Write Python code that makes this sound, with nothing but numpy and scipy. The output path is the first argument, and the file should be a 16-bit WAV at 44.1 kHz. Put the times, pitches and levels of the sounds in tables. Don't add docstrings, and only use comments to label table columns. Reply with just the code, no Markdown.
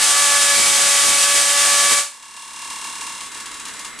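import sys
import numpy as np
from scipy import signal
from scipy.fft import rfft, irfft, next_fast_len
from scipy.io import wavfile
from scipy.ndimage import uniform_filter1d

SR = 44100
rng = np.random.default_rng(int(sys.argv[2]) if len(sys.argv) > 2 else 0)


def master(y):
    cut = np.clip(np.atleast_2d(y).T, -1, 1)
    pcm = np.round(cut * 32767)
    wavfile.write(sys.argv[1], SR, pcm.astype(np.int16))


N = 176400
TIME = np.arange(N) / SR

# (frequency [Hz], side gain [dB])
ROOM_WIDTH = [(200, 2), (600, -16), (1200, -11), (2300, -16.5), (4500, -9), (8000, -4), (13000, -5)]
ROOM_T60_S, ROOM_BUILD_S = 0.28, 0.0048

# (frequency [Hz], relative level [dB])
WHIR_SPECTRUM = [(25, -8), (60, -17.5), (140, -19), (260, -10), (400, -14.5), (750, -18), (1000, -8.5),
                 (1900, -7.5), (2900, -14.5), (4200, -21), (9500, -19), (12000, -31), (14000, -51)]
# (time [s], level [dB])
WHIR_ENVELOPE = [(2.5, -42), (3.35, -40.5), (3.55, -39.5), (3.76, -38), (3.92, -39.5), (4, -39)]
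# (frequency [Hz], side gain [dB])
WHIR_SIDE = [(150, 2), (400, -1.5), (900, -10), (2000, -17), (4500, -3), (8000, -1)]
# (frequency [Hz], level [dB])
MOTOR_WHINES = [(1712, -56.5), (2105, -52.5), (2751, -59), (3467, -52.5), (3903, -49.5), (7833, -51)]

# (frequency [Hz], relative level [dB])
SCRAPE_SPECTRUM = [(350, -35), (700, -38.5), (900, -4.5), (1150, -6), (1450, -7.5), (1800, -9),
                   (2400, -6.5), (3300, -3), (5500, -3), (8000, -1), (9800, -2.5), (11000, -17),
                   (12500, -17.5), (14000, -62)]
# (time [s], level against a regular scrape [dB])
LATE_SCRAPES = [(3.206, 1), (3.233, -3), (3.261, -3.5), (3.317, -2.5), (3.345, -1), (3.373, -2),
                (3.401, 0.5), (3.458, 1), (3.513, -2.5), (3.541, -2), (3.569, -6), (3.597, -.7), (3.653, 1),
                (3.682, -1.5), (3.736, -2.5), (3.765, -6), (3.792, 0.5), (3.847, 1.5), (3.989, -0.5)]
# (frequency [Hz], t60 [s], relative level [dB], delay after contact [s])
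FRAME_MODES = [(1114, 0.24, -2, 0.0081), (1050, .02, -2, .009), (951, .014, -6, .012),
               (1720, .07, -6, .012), (2403, 0.026, -12, 0.00115), (2784, .04, -2, 0.0055),
               (7640, 0.0098, -23, 0.0015), (9400, .01, -16, 0.0031)]
TURN_HZ, LAST_REGULAR_S = 35.68, 3.1775
WOBBLE_HZ, WOBBLE_PEAK_S, WOBBLE_DB = 15.2, 3.009, 0.3
SCRAPE_DB, SCRAPE_SCATTER_DB, FRAME_DB, LONE_RING_DB = -33, 1.8, -36.5, -4

# (time [s], relative level [dB])
FLUTTER_ENVELOPE = [(0.0, -44), (0.528, -42), (0.584, -31.5), (0.992, -47), (1.07, -33), (1.216, -44.5),
                    (1.238, -36), (1.26, -46), (1.314, -46), (1.358, -35.5), (1.544, -49), (1.588, -44.5),
                    (1.752, -43), (1.784, -48), (1.838, -40.5), (1.904, -40), (1.932, -30.5), (1.96, -48)]
# (frequency [Hz], relative level [dB])
FLUTTER_SPECTRUM = [(25, -12), (100, -4.5), (300, 1), (500, -1), (900, -1.5), (2500, -19)]
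# (time [s], first [dB], second [dB], third [dB], fourth [dB])
BUZZ_HARMONICS = [(0.0, -42, -36.5, -31, -48), (0.108, -35, -25, -30.5, -38),
                  (0.354, -30.5, -25, -23.5, -27), (0.446, -33, -33, -26.5, -38),
                  (0.512, -30, -28.5, -21, -27.5), (0.648, -32.5, -28.5, -38, -22),
                  (0.774, -32.5, -33, -30.5, -36), (1.01, -33.5, -28.5, -32.5, -31.5),
                  (1.146, -33.5, -29.5, -37, -26.5), (1.266, -33, -29, -26.5, -39),
                  (1.392, -30, -29, -29.5, -25), (1.456, -33, -30.5, -29, -37),
                  (1.882, -31.5, -24, -26.5, -29.5), (1.96, -34.5, -25.5, -31.5, -29)]
# (frequency [x spark rate], relative level [dB])
BUZZ_SIDE_TONES = [(1.31, -44), (1.5, -37.5), (2.175, -36), (2.305, -47), (2.495, -41.5), (3.5, -35),
                   (4.51, -36), (4.89, -38), (5.5, -36.5)]
# (time [s], rate [Hz])
SPARK_RATE = [(0, 577), (.5, 569.3), (.75, 567.7), (1.1, 568), (1.6, 571.5), (2, 572.8)]
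# (frequency [Hz], relative level [dB])
CRACK_SPECTRUM = [(100, -51), (300, -24.5), (550, -16), (800, -13), (1150, -12), (1500, -8.5), (2400, -7),
                  (4000, -5.5), (6000, -5.5), (8300, -2), (9800, -5.5), (11500, -16.5), (13000, -22),
                  (14500, -89)]
CUT_S, MAINS_RIPPLE_HZ, RIPPLE_DEPTH = 1.983, 100, 0.12
CRACK_DB, SURGE_DB_PER_DB = 1.5, 0.3

# (frequency [Hz], left minus right [dB])
MIC_BALANCE = [(500, 0.1), (4500, -0.2), (8000, 0.1), (12000, -3)]
LOW_CUT_HZ, TOP_CUT_HZ, PEAK_LIMIT = 35, 14500, 0.8


def undb(db):
    return 10 ** (np.asarray(db) / 20)


def unit(x):
    return x / np.sqrt(np.mean(x ** 2))


def curve(rows, column=1):
    rows = np.array(rows)
    return np.interp(TIME, rows[:, 0], rows[:, column])


def colour(x, points):
    hz, db = np.array(points).T
    size = next_fast_len(x.shape[-1] + 4096)
    bins_hz = np.maximum(np.fft.rfftfreq(size, 1 / SR), 1)
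    gain = undb(np.interp(np.log(bins_hz), np.log(hz), db))
    return irfft(rfft(x, size) * gain, size)[..., :x.shape[-1]]


def whiten(x):
    return irfft(np.exp(1j * np.angle(rfft(x))), len(x)) * np.sqrt(np.sum(x ** 2))


def drift(rate_hz):
    hold = int(SR / rate_hz)
    steps = np.repeat(rng.standard_normal(200)[:N // hold + 2], hold)
    return unit(uniform_filter1d(steps, hold)[:N])


def clicks(times, sizes):
    at = np.round(np.asarray(times) * SR).astype(int)
    inside = (at >= 0) & (at < N)
    return np.bincount(at[inside], np.asarray(sizes)[inside], N)


def ring(x, response):
    return signal.fftconvolve(x, response)[:N]


def stereo(mid, side):
    return np.array([mid + side, mid - side])


def room(x, wet_db):
    t = np.arange(SR // 2) / SR
    fade = undb(-60 * t / ROOM_T60_S) * (1 - np.exp(-t / ROOM_BUILD_S))
    mid, side = rng.standard_normal((2, len(t))) * fade / np.sqrt(np.sum(fade ** 2)) * undb(wet_db)
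    return stereo(x + ring(x, mid), colour(ring(x, side), ROOM_WIDTH)) / np.hypot(1, undb(wet_db))


def motor(whir_waver_db=0.7, whine_waver_db=2):
    mid, side = unit(colour(rng.standard_normal((2, N)), WHIR_SPECTRUM))
    air = stereo(mid, colour(side, WHIR_SIDE)) * undb(curve(WHIR_ENVELOPE) + whir_waver_db * drift(15))
    whines = 0
    for hz, db in MOTOR_WHINES:
        amplitude = np.sqrt(2) * undb(db + whine_waver_db * drift(5.75))
        whines += amplitude * np.sin(2 * np.pi * hz * TIME + 0.2 * drift(6.6))
    return air + whines


def scrape(touches, hold_s=0.0055, fall_s=0.0039, fresh_gain=0.35):
    t = np.arange(SR // 5) / SR
    contact = np.exp(-np.maximum(t - hold_s, 0) / fall_s)
    repeated = ring(touches, whiten(contact * rng.standard_normal(len(t))))
    fresh = fresh_gain * ring(touches, contact) * rng.standard_normal(N)
    return colour(repeated + fresh, SCRAPE_SPECTRUM)


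def frame(touches, build_s=0.0021):
    t = np.arange(SR // 5) / SR
    modes = 0
    for hz, t60, db, delay in FRAME_MODES:
        age = np.maximum(t - delay, 0)
        envelope = (1 - np.exp(-age / build_s)) * undb(-60 * age / t60)
        modes += undb(db) * unit(ring(touches, envelope * np.sin(2 * np.pi * hz * age)))
    return modes


def rotor():
    turns = LAST_REGULAR_S - np.arange(int(LAST_REGULAR_S * TURN_HZ)) / TURN_HZ
    wobble_db = WOBBLE_DB * np.cos(2 * np.pi * WOBBLE_HZ * (turns - WOBBLE_PEAK_S))
    regular = clicks(turns, undb(wobble_db + SCRAPE_SCATTER_DB * rng.standard_normal(len(turns))))
    lone_times, lone_db = np.array(LATE_SCRAPES).T
    lone = clicks(lone_times, undb(lone_db))
    grit = room(scrape(regular + lone), wet_db=0.5)
    ringing = room(frame(regular + undb(LONE_RING_DB) * lone), wet_db=-7)
    return undb(SCRAPE_DB) * unit(grit) + undb(FRAME_DB) * unit(ringing)


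def powered():
    return undb(-60 * np.maximum(TIME - CUT_S, 0) / ROOM_T60_S)


def flutter(gain_db=15.5, side_db=7.5):
    mid, side = unit(colour(rng.standard_normal((2, N)), FLUTTER_SPECTRUM))
    return stereo(mid, side * undb(side_db)) * undb(curve(FLUTTER_ENVELOPE) + gain_db) * powered()


def buzz(passes, ripple, harmonic_db=14.5, side_tone_db=13.5):
    def tone(multiple):
        cycles = multiple * passes + rng.random()
        return np.sqrt(2) * np.sin(2 * np.pi * cycles + 0.12 * multiple * drift(29.95))

    harmonics = sum(undb(curve(BUZZ_HARMONICS, column=k) + harmonic_db) * tone(k) for k in range(1, 5))
    side_tones = sum(undb(db + side_tone_db + 2 * drift(9.03)) * tone(k) for k, db in BUZZ_SIDE_TONES)
    return (harmonics + side_tones) * ripple * powered()


def sparks(passes, ripple, branches=4, jitter_s=0.00017, scatter_db=2, waver_db=0.82):
    count = int(np.interp(CUT_S, TIME, passes))
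    pass_times = np.interp(np.arange(count), passes, TIME)
    lateness, strength = rng.standard_normal((N // 100, 2))[:count].T
    branch = rng.integers(branches, size=N // 100)[:count]
    times = pass_times + jitter_s * lateness
    sizes = undb(scatter_db * strength) * np.interp(pass_times, TIME, ripple)
    cracks = sum(room(clicks(times, sizes * (branch == k)), wet_db=4) for k in range(branches))
    cracks = colour(cracks, CRACK_SPECTRUM)
    coil_on = TIME < CUT_S
    flutter_db = curve(FLUTTER_ENVELOPE)
    surge_db = SURGE_DB_PER_DB * (flutter_db - np.mean(flutter_db[coil_on])) * powered()
    return cracks / np.std(cracks[:, coil_on]) * undb(CRACK_DB + surge_db + waver_db * drift(24.3))


def scene():
    passes = np.cumsum(curve(SPARK_RATE)) / SR
    ripple = 1 + RIPPLE_DEPTH * np.sin(2 * np.pi * MAINS_RIPPLE_HZ * TIME)
    arcs = sparks(passes, ripple) + buzz(passes, ripple) + flutter()
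    return arcs + rotor() + motor()


def gain_control(x, ceiling_db=-13, recover_db_per_s=20.5, window_s=0.081):
    power = uniform_filter1d(np.mean(x ** 2, axis=0), int(window_s * SR))
    excess_db = np.maximum(10 * np.log10(np.abs(power) + 1e-12) - ceiling_db, 0)
    recovery_db = recover_db_per_s * TIME
    duck_db = np.maximum.accumulate(excess_db + recovery_db) - recovery_db
    return x * undb(-duck_db)


def record(dry):
    left = colour(dry[0], [(hz, db / 2) for hz, db in MIC_BALANCE])
    right = colour(dry[1], [(hz, -db / 2) for hz, db in MIC_BALANCE])
    low_cut = signal.butter(2, LOW_CUT_HZ, "high", fs=SR, output="sos")
    top_cut = signal.ellip(8, .2, 80, TOP_CUT_HZ, fs=SR, output="sos")
    ducked = gain_control(signal.sosfilt(low_cut, [left, right]))
    rounded = PEAK_LIMIT * np.tanh(ducked / PEAK_LIMIT)
    return signal.sosfilt(top_cut, rounded)


dry = scene()
out = record(dry)
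master(out)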